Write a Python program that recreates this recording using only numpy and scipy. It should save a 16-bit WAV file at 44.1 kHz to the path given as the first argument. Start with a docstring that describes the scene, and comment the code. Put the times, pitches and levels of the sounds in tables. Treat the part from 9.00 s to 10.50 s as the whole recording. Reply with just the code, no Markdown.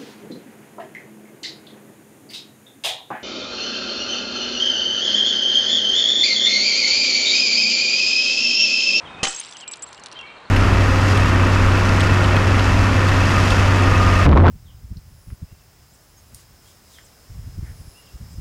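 """On open pavement, close to the microphone, a boot stamps on a glass bottle neck. The heel thuds, the
glass collapses in a few quick bursts of tiny fractures, flakes tinkle, a loose piece skitters away
ringing, and splinters crack as the foot shifts. Farther off, birds whistle over a distant roar, and
light wind rumbles on the microphone. Automatic gain drops at the blow and recovers slowly."""
import sys
import numpy as np
from scipy import signal
from scipy.fft import rfft, irfft
from scipy.io import wavfile
from scipy.ndimage import uniform_filter1d

SR = 44100
rng = np.random.default_rng(int(sys.argv[2]) if len(sys.argv) > 2 else 0)


def digitize_waveform(pressure):
    """Quantize a signal to 16-bit integers and store it at the path in sys.argv[1].

    Rows of a 2-D input are taken as channels; values are limited to [-1, 1].
    """
    field = np.atleast_2d(pressure).T
    bounded = np.clip(field, -1, 1)
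    quanta = np.round(bounded * 32767).astype(np.int16)
    wavfile.write(sys.argv[1], SR, quanta)


N = 66150
T = np.arange(N) / SR


def undb(db):
    """Decibels to gain."""
    return 10 ** (np.asarray(db) / 20)


def unit(x):
    """Scale to rms 1."""
    return x / np.sqrt(np.mean(x ** 2) + 1e-18)


def curve(rows):
    """Gain along (s, dB) points."""
    return undb(np.interp(T, *np.array(rows).T))


def fade(start, t60):
    """A sudden start, then a fall of 60 dB every t60 seconds."""
    return (T >= start) * np.exp(-np.log(1000) * np.maximum(T - start, 0) / t60)


def noise():
    """White noise."""
    return rng.standard_normal(N)


def walk(rate_hz):
    """A smooth random wander with rms 1."""
    span = int(SR / rate_hz)
    return unit(uniform_filter1d(uniform_filter1d(noise(), span), span))


def band(x, hz, width):
    """One resonance; width is a share of the centre frequency."""
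    w = 2 * np.pi * min(hz / SR, .45)
    a = np.sin(w) * width / 2
    return signal.lfilter([a, 0, -a], [1 + a, -2 * np.cos(w), 1 - a], x)


def lowpass(x, hz):
    """A gentle treble cut."""
    return signal.sosfilt(signal.butter(2, hz, fs=SR, output="sos"), x)


def colour(x, rows):
    """Causal filter through (Hz, dB) points."""
    hz, db = np.array(rows).T
    bins_hz = np.maximum(np.arange(N + 1) * SR / (2 * N), 1)
    gain = undb(np.interp(np.log(bins_hz), np.log(hz), db))
    cepstrum = irfft(np.log(gain))
    cepstrum[1:N] *= 2  # minimum phase: nothing sounds ahead of a hit
    cepstrum[N + 1:] = 0
    return irfft(rfft(x, 2 * N) * np.exp(rfft(cepstrum)))[:N]


def ticks(per_s, spread_db):
    """Random tiny fractures or contacts, most weak and a few strong."""
    impulses = (rng.random(N) < per_s / SR) * np.sign(noise())
    return impulses * undb(spread_db * np.minimum(rng.exponential(size=N), 4))


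def echo(x, t60):
    """Diffuse reflections that build up and die away."""
    tail = noise() * fade(0, t60) * (1 - fade(0, 0.053))
    return signal.fftconvolve(x, tail / np.linalg.norm(tail))[:N]


# Colour of the roar from far off. Each row: frequency in Hz, gain in dB.
ROAR_COLOUR = [(18, -30.5), (30, -14.5), (70, -7.5), (325, -4), (414, -3), (673, -1.5), (1040, 2),
               (2110, -7.5), (2270, -7), (3600, -15.5), (4710, -21.5), (7120, -28.5), (7840, -27.5),
               (10000, -36), (13000, -39.5), (22000, -120)]
# The roar as heard, creeping slowly back up after the stamp. Each row: time in seconds, level in dB.
ROAR_LEVEL = [(0, -46), (.22, -45.5), (.45, -46), (.75, -45), (1.05, -44), (1.25, -43), (1.5, -44)]
def distant_roar():
    """A nearly steady outdoor roar with little treble."""
    return unit(colour(noise(), ROAR_COLOUR)) * curve(ROAR_LEVEL)


# Gusts at the microphone. 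Each row: time in seconds, level in dB.
WIND_LEVEL = [(0, -72), (.05, -51.5), (.15, -52.5), (.22, -51), (.3, -62), (.7, -85.5), (.8, -59),
              (1.5, -63)]
def wind(hz=103, width=2.4):
    """Light wind rumbles on the microphone."""
    rumble = band(band(noise(), hz, width), hz, width)
    return unit(rumble) * curve(WIND_LEVEL)


def whistle(start, length, first_hz, last_hz, db, bend=1.28, waver=0.00797, edge_s=0.0047):
    """One wavering slur of a bird's voice."""
    along = np.clip((T - start) / length, 0, 1)
    glide_hz = first_hz + (last_hz - first_hz) * along ** bend
    hz = glide_hz * (1 + waver * walk(149))
    swell = np.minimum(np.minimum(along, 1 - along) * length / edge_s, 1)
    return undb(db) * swell * np.sin(2 * np.pi * np.cumsum(hz) / SR)


# Song some way off. Each row: start and length in seconds, first and last pitch in Hz, level in dB.
SONG_NOTES = [(0.049, 0.034, 3380, 2893, -47.5), (0.068, 0.097, 3700, 3620, -54.5),
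              (.075, 0.12, 2538, 2515, -53), (0.191, 0.14, 2540, 2573, -42.5),
              (0.545, 0.022, 3230, 2700, -37), (.611, .035, 3230, 2610, -36.5),
              (0.647, 0.082, 2430, 2353, -44.5), (.95, 0.049, 2720, 3020, -50),
              (1.118, 0.021, 2820, 2700, -43.5), (1.154, 0.031, 3100, 3164, -35),
              (1.187, 0.0081, 3400, 2980, -28), (1.188, 0.0332, 2790, 2693, -35.5),
              (1.229, 0.041, 2270, 2253, -42.5), (1.262, 0.062, 2360, 2383, -46)]
# A farther bird repeats one falling chip. Each entry: start in seconds.
CHIP_STARTS = [.859, 1.007, 1.143, 1.26, 1.359, 1.449]
def birds():
    """Distant song and farther chips, fluttering and smeared by echoes from the trees."""
    song = sum(whistle(*note) for note in SONG_NOTES)
    chips = sum(whistle(start, 0.033, first_hz=4480, last_hz=3460, db=-50.5) for start in CHIP_STARTS)
    direct = (song + chips) * undb(3 * walk(220))
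    return direct + echo(undb(-1.5) * song + undb(0.5) * chips, t60=0.6)


# Flakes landing around the boot. Each row: time in seconds, level in dB.
FLAKE_LEVEL = [(.225, -79.5), (.235, -20), (.253, -39), (.263, -53), (.275, -30.5), (.325, -33.5),
               (.36, -42), (.42, -44), (.53, -50), (.63, -49), (.66, -87), (.73, -62.5), (.8, -92),
               (.88, -57.5), (1.0, -77), (1.15, -104)]
def flakes(count=22, low_hz=4250, high_hz=9760, width_hz=130, tilt_db_per_octave=-1.5):
    """A shower of small pieces, each tinkling at its own pitch whenever it touches the ground."""
    pitches = np.geomspace(low_hz, high_hz, count) * (1 + 0.03 * rng.standard_normal(count))
    tinkle = 0
    for hz in pitches:
        contacts = ticks(per_s=88, spread_db=7)
        gain = undb(tilt_db_per_octave * np.log2(hz / low_hz))
        tinkle += gain * band(contacts, hz, width_hz / hz)
    return unit(tinkle) * curve(FLAKE_LEVEL)


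# One piece rolling over the pavement. Each row: time in seconds, level in dB.
ROLL_LEVEL = [(.27, -88), (.3, -34), (.42, -44.5), (.52, -50), (.62, -86), (.75, -81), (.89, -52.5),
              (.96, -57), (1.05, -76)]
def rolling_piece(hz=7560, width_hz=150):
    """Quick small contacts keep a piece singing as it rolls."""
    contacts = ticks(per_s=190, spread_db=3.6)
    return unit(band(contacts, hz, width_hz / hz)) * curve(ROLL_LEVEL)


# Loose pieces nearby. Each row: start in seconds, pitch in Hz, level in dB, free ring in seconds.
BOUNCES = [(.2742, 7770, -23, .005), (0.283, 7700, -20.5, 0.011), (.3065, 7720, -26, 0.0053),
           (.347, 7650, -30, 0.019), (0.3634, 6490, -24.5, .007), (.375, 7660, -28, 0.015),
           (.398, 6340, -22, .005), (0.3983, 9030, -23.5, 0.0092), (.58, 7675, -38.5, 0.063),
           (0.6785, 7680, -25, 0.013), (0.716, 7760, -26, 0.021), (0.794, 7750, -37.5, 0.0036),
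           (0.8292, 7700, -24, 0.014), (0.87, 7640, -40.5, 0.018), (1.123, 5660, -36.5, .004),
           (1.19, 5590, -42, 0.0024), (1.211, 5600, -44, 0.0036)]
def bouncing_shards(rise_s=0.00048, stop_t60_s=0.0097, wander_hz=44.8):
    """Larger pieces ring until the next contact stops them, wobbling as they spin."""
    flutter = undb(0.5 * walk(450))
    wobble = np.cumsum(wander_hz * walk(504)) / SR
    out = 0
    for start, hz, db, length in BOUNCES:
        age = T - start
        ring = np.sin(2 * np.pi * (hz * age + wobble)) * fade(start, t60=0.21)
        rise = np.clip(age / rise_s, 0, 1)
        stop = np.exp(-np.log(1000) * np.maximum(age - length, 0) / stop_t60_s)
        out += undb(db) * ring * rise * stop
    return out * flutter


# Colour of the grit at close range. Each row: frequency in Hz, gain in dB.
GRIND_COLOUR = [(400, -17.5), (1500, 9), (3200, 18.5), (5000, 9.5), (7500, -15.5), (10000, -18.5)]
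# Grinding as the foot shifts. Each row: time in seconds, level in dB.
GRIND_LEVEL = [(.25, -79), (.32, -39), (.42, -40.5), (.52, -49), (.635, -45), (.66, -74), (.73, -44.5),
               (.795, -57), (.83, -48.5), (.9, -56), (.98, -56), (1.02, -89), (1.125, -51), (1.17, -46),
               (1.28, -99.5)]
def grit():
    """Grit ground between sole and pavement gives a dense crackle."""
    crackle = colour(ticks(per_s=2200, spread_db=3), GRIND_COLOUR)
    return unit(crackle) * curve(GRIND_LEVEL)


# Cracks under the sole, close by. Each row: start in seconds, level in dB, centre frequency in Hz.
SPLINTER_CRACKS = [(0.232, -0.5, 3760), (0.2321, -2.5, 2960), (0.2373, -10, 3080), (0.251, -1.5, 2180),
                   (.2544, 0.5, 3180), (0.2705, -7, 3500), (0.2728, -5, 2540), (0.3286, -14, 4300),
                   (0.348, -16, 5100), (0.362, -11, 5000), (.4131, -11.5, 3480), (0.4491, -18, 4000),
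                   (0.4866, -22, 3930), (0.5116, -19, 6500), (.525, -17.5, 3980), (.5342, -22, 6000),
                   (0.569, -16, 5500), (0.603, -24, 4960), (0.6095, -18.5, 5600), (0.6783, -15, 4200),
                   (0.7131, -17.5, 6500), (0.718, -18, 8000), (0.7355, -15, 4470), (0.7378, -11.5, 4100),
                   (0.7581, -22.5, 7000), (0.771, -23, 7100), (.8228, -13, 7800), (0.8262, -11, 8500),
                   (.866, -31, 6070), (.889, -26.5, 7900), (0.9292, -16.5, 4440), (.9466, -22.5, 4500),
                   (0.9779, -23, 3900), (0.9974, -24, 5900), (1.0372, -16.5, 5670), (1.0604, -12.5, 4300),
                   (1.0678, -18.5, 3350), (1.085, -26.5, 3400), (1.1157, -21.5, 4500), (1.1272, -18, 4380),
                   (1.191, -31, 5000), (1.211, -32, 5400)]
def splinters():
    """Each sharp crack sprays dust and briefly rings a splinter of its own size."""
    out = 0
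    for start, db, hz in SPLINTER_CRACKS:
        snap = undb(-13) * noise() * fade(start, t60=0.022)  # the dust
        snap[int(start * SR)] -= 2  # the break itself
        ring_hz = hz * np.exp(0.2 * rng.uniform(-1.02, 1))
        crack = band(snap, hz, width=0.59) + undb(4) * band(snap, ring_hz, width=0.071)
        out += undb(db) * crack * np.sqrt(SR / (3 * np.pi * hz))  # evens out low and high cracks
    return out


# Heel and sole landing close by. Each row: start in seconds, level in dB, 60 dB decay in seconds.
FOOTFALLS = [(0.2298, -22.5, 0.083), (0.272, -30, 0.064)]
def boot(stamp_s=0.2306, push_s=0.002, puff_s=0.258, puff_rise_s=0.019):
    """The heel pushes once, the sole thuds twice, and air is squeezed out as it settles."""
    push = np.sin(np.pi * np.clip((T - stamp_s) / push_s, 0, 1)) ** 2
    thuds = sum(undb(db) * unit(band(noise(), hz=320, width=1.06)) * fade(start, t60)
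                for start, db, t60 in FOOTFALLS)
    puff_age = np.maximum(T - puff_s, 0) / puff_rise_s
    puff = puff_age * np.exp(1 - puff_age)
    return undb(-13.5) * push + thuds + undb(-34.5) * puff


# Stages of the collapse, close to the microphone.
# Each row: start in seconds, level in dB, 60 dB decay in seconds, treble corner in Hz.
STAGES = [(0.2313, -15, 0.15, 8400), (.2472, -17, 0.034, 7340), (.268, -24, .17, 4200),
          (0.294, -31.5, .3, 8150), (0.318, -35, 0.19, 9160)]
# Colour of breaking glass at close range. Each row: frequency in Hz, gain in dB.
CRUNCH_COLOUR = [(150, -21), (400, 1.5), (900, -2.5), (1400, 3.5), (2100, -6.5), (3100, 0.5), (4500, -2.5),
                 (6500, 4), (8000, -0.5), (10000, -11)]
# Modes of the bottle neck. Each row: pitch in Hz, level in dB, 60 dB decay in seconds.
NECK_MODES = [(783, -25, 0.26), (808.6, -29.5, 0.24), (1118, -24.5, 0.12), (1865, -24.5, 0.23),
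              (2001, -24.5, 0.17), (2520, -28.5, 0.051), (2740, -23.5, 0.15), (3050, -27, 0.3),
              (3050, -22, .25), (3140, -29, .2), (4368, -26, 0.072)]
def collapse(wander=0.0067, flutter_db=2.5):
    """Each stage is a swarm of fractures; the neck rings unsteadily as it gives way."""
    out = 0
    for start, db, t60, corner_hz in STAGES:
        swarm = colour(ticks(per_s=8000, spread_db=2.5), CRUNCH_COLOUR)
        out += undb(db) * unit(lowpass(swarm, corner_hz)) * fade(start, t60)
    first_break_s = STAGES[0][0]
    for hz, db, t60 in NECK_MODES:
        turns = np.cumsum(hz * (1 + wander * walk(153))) / SR
        level = undb(db + flutter_db * walk(120)) * fade(first_break_s, t60)
        out += level * np.sin(2 * np.pi * turns)
    return out


def scene():
    """One microphone on open ground: glass and boot close by, birds and roar behind."""
    glass = collapse() + grit() + splinters() + flakes() + rolling_piece() + bouncing_shards()
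    return (glass + boot() + birds() + distant_roar() + wind())[None]


def record(dry, threshold_db=-21, max_cut_db=9, recover_db_per_s=1.5, gain_db=5, top_hz=10020):
    """Automatic gain drops at once on a loud sound and creeps back; the top is cut steeply."""
    power = uniform_filter1d(dry[0] ** 2, size=220)  # over 5 ms
    level_db = 10 * np.log10(np.maximum(power, 1e-12))
    wanted_cut_db = np.clip(level_db - threshold_db, 0, max_cut_db)
    recovery_db = recover_db_per_s * T
    cut_db = np.maximum.accumulate(wanted_cut_db + recovery_db) - recovery_db
    treble_cut = signal.ellip(12, .2, 70, top_hz, fs=SR, output="sos")
    return signal.sosfilt(treble_cut, dry * undb(gain_db - cut_db))


dry = scene()
out = record(dry)
digitize_waveform(out)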